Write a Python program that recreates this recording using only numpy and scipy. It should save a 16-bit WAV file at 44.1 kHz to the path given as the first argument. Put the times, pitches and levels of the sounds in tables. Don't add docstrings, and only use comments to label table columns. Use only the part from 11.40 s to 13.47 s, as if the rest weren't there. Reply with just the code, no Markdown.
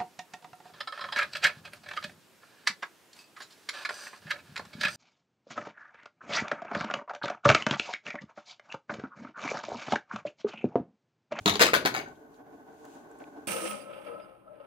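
import sys
import numpy as np
from scipy import signal
from scipy.fft import rfft, irfft, next_fast_len
from scipy.io import wavfile
from scipy.ndimage import map_coordinates

SR = 44100
rng = np.random.default_rng(int(sys.argv[2]) if len(sys.argv) > 2 else 0)


def linear_from_db(decibels):
    return 10 ** (np.asarray(decibels, float) / 20)


def bounce(signal):
    frames = np.transpose(np.atleast_2d(signal))
    limited = np.clip(frames, -1, 1)
    pcm = np.round(limited * 32767).astype(np.int16)
    wavfile.write(sys.argv[1], SR, pcm)


N = 91331
HALVES = np.array([[0.5], [-0.5]])


def unit(x):
    return x / np.sqrt(np.mean(x ** 2) + 1e-20)


def along(points, hz):
    f, v = np.transpose(points)
    return np.interp(np.log(hz + 1), np.log(f + 1), v)


def curve(rows):
    return np.interp(np.arange(N) / SR, *np.transpose(rows))


def wobble(rate):
    knots = rng.standard_normal(int(N * rate / SR) + 4)
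    return map_coordinates(knots, [np.arange(N) * rate / SR])


def filtered(x, response):
    m = next_fast_len(N + SR // 2)
    return irfft(rfft(x, m) * response(np.fft.rfftfreq(m, 1 / SR)), m)[..., :N]


def coloured(x, points):
    return unit(filtered(x, lambda hz: linear_from_db(along(points, hz))))


def causal(points, lift_db):
    def response(hz):
        c = irfft((along(points, hz) + lift_db) * np.log(10) / 20)
        c[1:len(c) // 2] *= 2
        c[len(c) // 2 + 1:] = 0
        return np.exp(rfft(c))
    return response


def body(modes, widen):
    def response(f):
        total = 0
        for k, (centre, width, db) in enumerate(modes):
            damping = 1j * f * width * widen
            total = total + (-1) ** k * linear_from_db(db) * damping / (centre ** 2 - f ** 2 + damping)
        return total
    return response


def mix_alike(a, b, alike, hz):
    turn = np.arccos(np.clip(along(alike, hz), -1, 1)) / 2
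    turn = turn.reshape((-1,) + (1,) * (a.ndim - 1))
    mid, side = a * np.cos(turn), b * np.sin(turn)
    return np.array([mid + side, mid - side])


def pair(alike):
    m = next_fast_len(N + SR // 2)
    a, b = rfft(rng.standard_normal((2, N)), m)
    return irfft(mix_alike(a, b, alike, np.fft.rfftfreq(m, 1 / SR)), m)[:, :N]


def ports(x, lag_s):
    return filtered(x, lambda hz: np.exp(-2j * np.pi * hz * lag_s * HALVES))


# (frequency [Hz], level [dB per Hz])
MIC_COLOUR = [(1500, -3), (9500, -10), (13500, 3.5), (16000, -11)]


def microphone_hiss():
    return linear_from_db(-79) * coloured(rng.standard_normal((2, N)), MIC_COLOUR)


# (frequency [Hz], level [dB per Hz])
RUMBLE_COLOUR = [(15, -39), (25, -23.5), (43, -4.5), (184, -13), (250, -5), (320, -31.5), (550, -120)]


def house_rumble():
    return linear_from_db(-65) * coloured(pair([(60, 0.5)]), RUMBLE_COLOUR)


# (frequency [Hz], level [dB per Hz])
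CLOTH_COLOUR = [(1060, -27.5), (2500, -12), (5000, -16), (5800, -17), (6700, -14), (7800, -15), (9000, -16),
                (11000, -26)]
# (time [s], level [dB])
CLOTH_LEVEL = [(0, -63.5), (.6, -77.5), (.76, -73), (.88, -83.5), (.96, -71), (1.03, -89.5), (1.15, -76.5),
               (1.23, -81), (1.4, -70.5), (1.55, -64), (1.68, -77.5), (1.82, -71), (1.92, -75),
               (2.07, -77.5)]


def cloth():
    return linear_from_db(curve(CLOTH_LEVEL)) * coloured(rng.standard_normal((2, N)), CLOTH_COLOUR)


# (time [s], peak level [dB], frequency [Hz], time to fall 60 dB [s])
TICKS = [(0.019, -60.5, 10900, .01), (0.753, -68.5, 3360, 0.06), (0.943, -68, 4430, 0.04),
         (1.066, -51, 800, 0.034), (1.451, -59, 7500, .014), (1.452, -61, 13500, 0.016),
         (1.454, -58, 2630, 0.017), (1.4526, -57, 4830, 0.012), (1.714, -62.5, 7400, 0.018),
         (1.7877, -60.5, 9000, 0.016), (1.802, -52, 2090, 0.021), (1.818, -54.5, 1900, .03),
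         (1.84, -46.5, 2480, 0.011), (1.8395, -52, 3700, 0.0084)]


def ticks():
    resonance_q, lean_db = 2.79, 8
    out, t = np.zeros((2, N)), np.arange(SR // 15) / SR
    for s, db, hz, t60 in TICKS:
        b, a = signal.iirpeak(hz, resonance_q, SR)
        puff = signal.lfilter(b, a, rng.standard_normal(len(t)))
        puff = unit(signal.lfilter(b, a, puff))
        click = linear_from_db(db - 60 * t / t60) * puff
        at = round(s * SR)
        out[:, at:at + len(t)] += click * linear_from_db(lean_db * HALVES)
    return out


# (time [s], level [dB])
TRUNDLE_LEVEL = [(0, -61.5), (.6, -42), (.76, -54.5), (.83, -53), (1.02, -53.5), (1.15, -50), (1.24, -53),
                 (1.41, -52.5), (1.45, -49.5), (1.56, -50.5), (1.69, -51.5), (1.72, -51), (1.87, -47.5),
                 (1.94, -54), (2.0, -43.5), (2.07, -51)]
# (frequency [Hz], width [Hz], level [dB])
TRUNDLE_BODY = [(285.6, 36, -2), (446.5, 27.5, -3), (580, 47, -11.5), (778, 48, -3), (1090, 44, -18),
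                (1500, 68, -12)]
# (frequency [Hz], level [dB per Hz])
TRUNDLE_WASH = [(88, -40.5), (150, -6.5), (441, -27.5), (487, -24), (775, -1), (3000, -43.5), (3900, -59),
                (6600, -120)]
# (frequency [Hz], likeness [0 to 1])
TRUNDLE_ALIKE = [(60, 0.45), (240, 1), (950, 0.28), (3770, 0.11), (15000, 0.045)]


def trundle():
    lump_db, lumps_per_s, wash_db = 2, 45.52, -7
    drive = linear_from_db(lump_db * wobble(lumps_per_s)) * pair(TRUNDLE_ALIKE)
    wash = coloured(drive, TRUNDLE_WASH)
    hollow = unit(filtered(drive, body(TRUNDLE_BODY, 1.0)))
    return linear_from_db(curve(TRUNDLE_LEVEL)) * unit(hollow + linear_from_db(wash_db) * wash)


# (frequency [Hz], time to fall 60 dB [s])
ROOM_T60 = [(100, 0.89), (500, 0.24), (2000, 0.26), (6000, 0.23), (15000, 0.18)]
# (frequency [Hz], likeness [0 to 1])
ROOM_ALIKE = [(100, 1), (400, 0.82), (1000, 0.056), (8000, 0.072)]


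def room(x):
    out, step, delay = np.zeros((2, N)), SR // 20, 130
    for at in range(0, SR * 3 // 4, step):
        hz, t, z = signal.stft(rng.standard_normal((2, SR // 2)), SR, nperseg=256)
        fade = linear_from_db(-60 * t / along(ROOM_T60, hz)[:, None])
        tail = signal.istft(mix_alike(z[0], z[1], ROOM_ALIKE, hz) * fade, SR, nperseg=256)[1]
        tail = tail / np.linalg.norm(tail[0])
        wet = signal.fftconvolve(x[None, at:at + step], tail, axes=1)
        out[:, at + delay:][:, :wet.shape[1]] += wet
    return out


# (time [s], peak level [dB], frequency [Hz], time to fall 60 dB [s])
THUDS = [(0.01, -37, 107, 0.11), (.058, -19, 411, 0.073), (0.059, -18.5, 198.7, 0.13),
         (.063, -19, 302, 0.077), (0.062, -37, 92.8, 0.62), (.082, -20.5, 680, 0.037),
         (.129, -24, 813, 0.026), (0.158, -26.5, 426, 0.064), (0.2093, -12, 467.4, 0.047),
         (.214, -17.5, 670, 0.057), (0.243, -7, 484, 0.0097), (0.276, -35.5, 554, 0.011),
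         (.287, -17, 1240, 0.023), (0.333, -9, 469, 0.018), (.340, -11.5, 795, 0.0087),
         (0.364, -20, 545, 0.034), (0.37, -22.5, 196, 0.016), (.411, -29, 605, 0.028),
         (.427, -28.5, 536, 0.033), (.451, -19, 299, 0.035), (.452, -25.5, 430, 0.032),
         (.457, -6.5, 737, 0.0069), (0.541, -24, 400.2, 0.016), (.548, -18.5, 833, 0.016),
         (0.568, -38, 190, 0.062), (.572, -25, 769, 0.044), (0.589, -33.5, 300, 0.025),
         (.61, -31.5, 660, 0.024), (.677, -40, 780, 0.051), (.66, -38.5, 1510, 0.07),
         (.11, -36.5, 427, 0.15), (.224, -12.5, 496, .03), (.13, -42.5, 75, .2), (0.252, -42, 78, 0.12)]


def thuds():
    out, t = np.zeros(N), np.arange(SR // 5) / SR
    rise = 1 - np.exp(-t / 0.00056)
    for s, db, hz, t60 in THUDS:
        at = round(s * SR)
        out[at:at + len(t)] += linear_from_db(db - 60 * t / t60) * rise * np.sin(2 * np.pi * hz * t)
    return out


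# (time [s], peak level [dB], loudest wall mode [Hz], treble of the crack [dB])
HITS = [(0.0559, -48.5, 3320, -6), (0.059, -9, 4130, -2.5), (0.0677, -14, 1390, -15),
        (0.0780, -9, 3720, -4.5), (0.0834, -16, 3330, 0.5), (0.0867, -20.5, 3570, -1.5),
        (0.096, -12.5, 2050, 3), (0.1022, -19, 3410, 0), (0.112, -28, 1080, -7), (0.123, -26.5, 3720, -10),
        (0.139, -21.5, 3950, -9), (0.156, -16, 4500, -17), (0.195, -11.5, 2160, -5.5),
        (0.2033, -8.5, 1490, -6), (0.2093, -7, 1924, -4), (0.2122, -11.5, 3930, -1.5),
        (.2172, -4.5, 1490, 2), (0.2257, -10, 4220, 2), (0.2317, -10, 3070, 2), (0.2353, -11, 3380, -14),
        (0.2437, -20, 3930, -3), (0.2489, -19, 4890, -9), (0.2566, -16.5, 3070, -5),
        (.2660, -13.5, 2695, -2), (0.2793, -18, 2170, -14), (.293, -32, 2900, -8.5),
        (0.334, -13.5, 2200, -18), (0.3396, -9, 1565, 2), (0.3487, -13.5, 2130, 2), (0.3527, -16, 1430, -5),
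        (0.358, -20, 4520, -6.5), (.364, -17, 3970, -5), (0.368, -32.5, 2130, -7.5),
        (0.3795, -30.5, 3970, -10), (.4115, -34, 3770, -7.5), (0.4513, -16, 4400, -12.5),
        (.4590, -12, 3853, 2), (0.4677, -13.5, 2300, -6.5), (0.475, -20.5, 2470, -7.5),
        (0.5416, -23.5, 4600, -1), (0.5491, -20.5, 1500, 2), (.5565, -31, 4810, -5.5),
        (0.5643, -21, 4810, -3.5), (.573, -26, 2210, -6.5), (0.5806, -25.5, 4810, -9.5),
        (.590, -28.5, 4400, -6.5), (.599, -30, 2210, -3), (.614, -36, 4670, -9.5),
        (.6764, -44.5, 1430, -9.5), (.685, -51.5, 6360, -0.5)]
# (frequency [Hz], level [dB per Hz])
CRACK_COLOUR = [(120, -33.5), (200, -9), (465, -3), (950, 0), (3830, -4.5), (5520, -18.5), (16000, -20)]
CRACK_LIFT_DB = 18.7


def cracks():
    level_db, t60, rise_s, dull_hz = -12.5, 0.011, 0.00035, 5200
    parts, t = np.zeros((2, N)), np.arange(SR // 5) / SR
    shape = linear_from_db(level_db - 60 * t / t60) * (1 - np.exp(-t / rise_s))
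    for s, db, _, treble_db in HITS:
        at = round(s * SR)
        gains = linear_from_db([[db], [db + min(treble_db, 2)]])
        parts[:, at:at + len(t)] += gains * rng.standard_normal(len(t)) * shape

    def split(hz):
        dull = 1 / (1 + 1j * hz / dull_hz) ** 2
        return np.array([dull, 1 - dull])
    return filtered(filtered(parts, split).sum(0), causal(CRACK_COLOUR, CRACK_LIFT_DB))


# (frequency [Hz], width [Hz], level [dB])
FIRST_WALLS = [(1080, 40, -3), (1390, 52, 0), (2050, 90, -10), (3330, 160, -11.5), (3720, 87, 4),
               (4130, 130, -1.5), (4740, 120, -11.5), (5830, 190, -7), (6630, 120, -7.5), (7540, 81, -15)]
# (frequency [Hz], width [Hz], level [dB])
SECOND_WALLS = [(1490, 36, -6), (2680, 150, 2), (3070, 68, -10), (3930, 140, -1.5), (4220, 38, -12),
                (4890, 44, -20), (5160, 120, -2), (6300, 69, -10), (6670, 29, -13), (7270, 130, -9.5),
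                (8070, 110, -11)]
# (frequency [Hz], width [Hz], level [dB])
THIRD_WALLS = [(1522, 34, 5.5), (2300, 43, 2), (3157, 46, -12), (3600, 24, -6), (3734, 190, -5.5),
               (4520, 33, -5), (4820, 28, -17), (6300, 110, -19.5), (6960, 34, -25.5)]
# (frequency [Hz], width [Hz], level [dB])
FOURTH_WALLS = [(1030, 33, -10), (1510, 93, 5), (1845, 24, 4.5), (2210, 17, 6.5), (2390, 79, -10.5),
                (3970, 50, -6.5), (4810, 66, -15), (6360, 40.9, -8), (7920, 33, -18)]
BLOCKS = FIRST_WALLS, SECOND_WALLS, THIRD_WALLS, FOURTH_WALLS
NEXT_BLOCK = (.19, .33, .53)


def ring(modes, t):
    detune, out = 0.019, np.zeros(len(t))
    for hz, width, db in modes:
        strength, shift = rng.standard_normal(2)
        tone = np.sin(2 * np.pi * hz * (1 + detune * shift) * t)
        out += linear_from_db(db + strength) * tone * np.exp(-np.pi * (width + 40) * t)
    return out


def walls():
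    walls_db, loudest_db, loudest_t60 = -14.5, -8.5, 0.018
    out, t = np.zeros(N), np.arange(SR // 5) / SR
    for s, db, hz, _ in HITS:
        at = round(s * SR)
        modes = BLOCKS[np.searchsorted(NEXT_BLOCK, s)]
        loudest = linear_from_db(loudest_db - 60 * t / loudest_t60) * np.sin(2 * np.pi * hz * t)
        out[at:at + len(t)] += linear_from_db(db) * (linear_from_db(walls_db) * ring(modes, t) + loudest)
    return out


def rattle():
    level_db, t60, rise_s = -10, 0.073, 0.0021
    knocks_per_s, spread_db, ring_db, widen = 1800, 4, 18, 6.3
    knocks, t = np.zeros((len(BLOCKS), 2, N)), np.arange(SR // 5) / SR
    for s, db, _, _ in HITS:
        at, size = round(s * SR), (2, len(t))
        happens = rng.random(size) < knocks_per_s / SR
        strength = linear_from_db(spread_db * rng.standard_normal(size)) * rng.standard_normal(size)
        fade = linear_from_db(db + level_db - 60 * t / t60) * (1 - np.exp(-t / rise_s))
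        knocks[np.searchsorted(NEXT_BLOCK, s), :, at:at + len(t)] += fade * happens * strength
    rung = sum(filtered(k, body(modes, widen)) for k, modes in zip(knocks, BLOCKS))
    return filtered(knocks.sum(0), causal(CRACK_COLOUR, CRACK_LIFT_DB)) + linear_from_db(ring_db) * rung


# (frequency [Hz], difference [dB])
LEAN = [(60, 0), (240, -1), (950, 3.5), (3770, 5.5), (15000, 8)]


def scene():
    room_db, blocks_lag_s, trundle_lag_s = -7, 0.0002547, 0.0002
    background = microphone_hiss() + house_rumble() + cloth() + ticks()
    background = background + ports(trundle(), trundle_lag_s)
    direct, around = thuds() + cracks() + walls(), rattle()
    near = ports(direct, blocks_lag_s) + around + linear_from_db(room_db) * room(direct + around[0])
    return background + filtered(near, lambda hz: linear_from_db(along(LEAN, hz) * HALVES))


def band_limit(x):
    return signal.sosfilt(signal.butter(12, 16990, fs=SR, output="sos"), x)


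# (frequency [Hz], level [dB])
PORT_COLOUR = [(5000, 0), (5650, 0), (6300, 5), (7300, 1), (8600, -3), (10000, 2.5), (13500, -0.5)]


def record(dry):
    low_hz, top_hz, ceiling, power = 65, 16000, 0.95, 4
    colour = causal(PORT_COLOUR, 0)
    x = filtered(dry, lambda hz: (1j * hz / (low_hz + 1j * hz)) ** 2 * colour(hz))
    x = x / (1 + np.abs(x / ceiling) ** power) ** (1 / power)
    mix = filtered(x, lambda hz: hz < top_hz)
    return band_limit(mix)


dry = scene()
out = record(dry)
bounce(out)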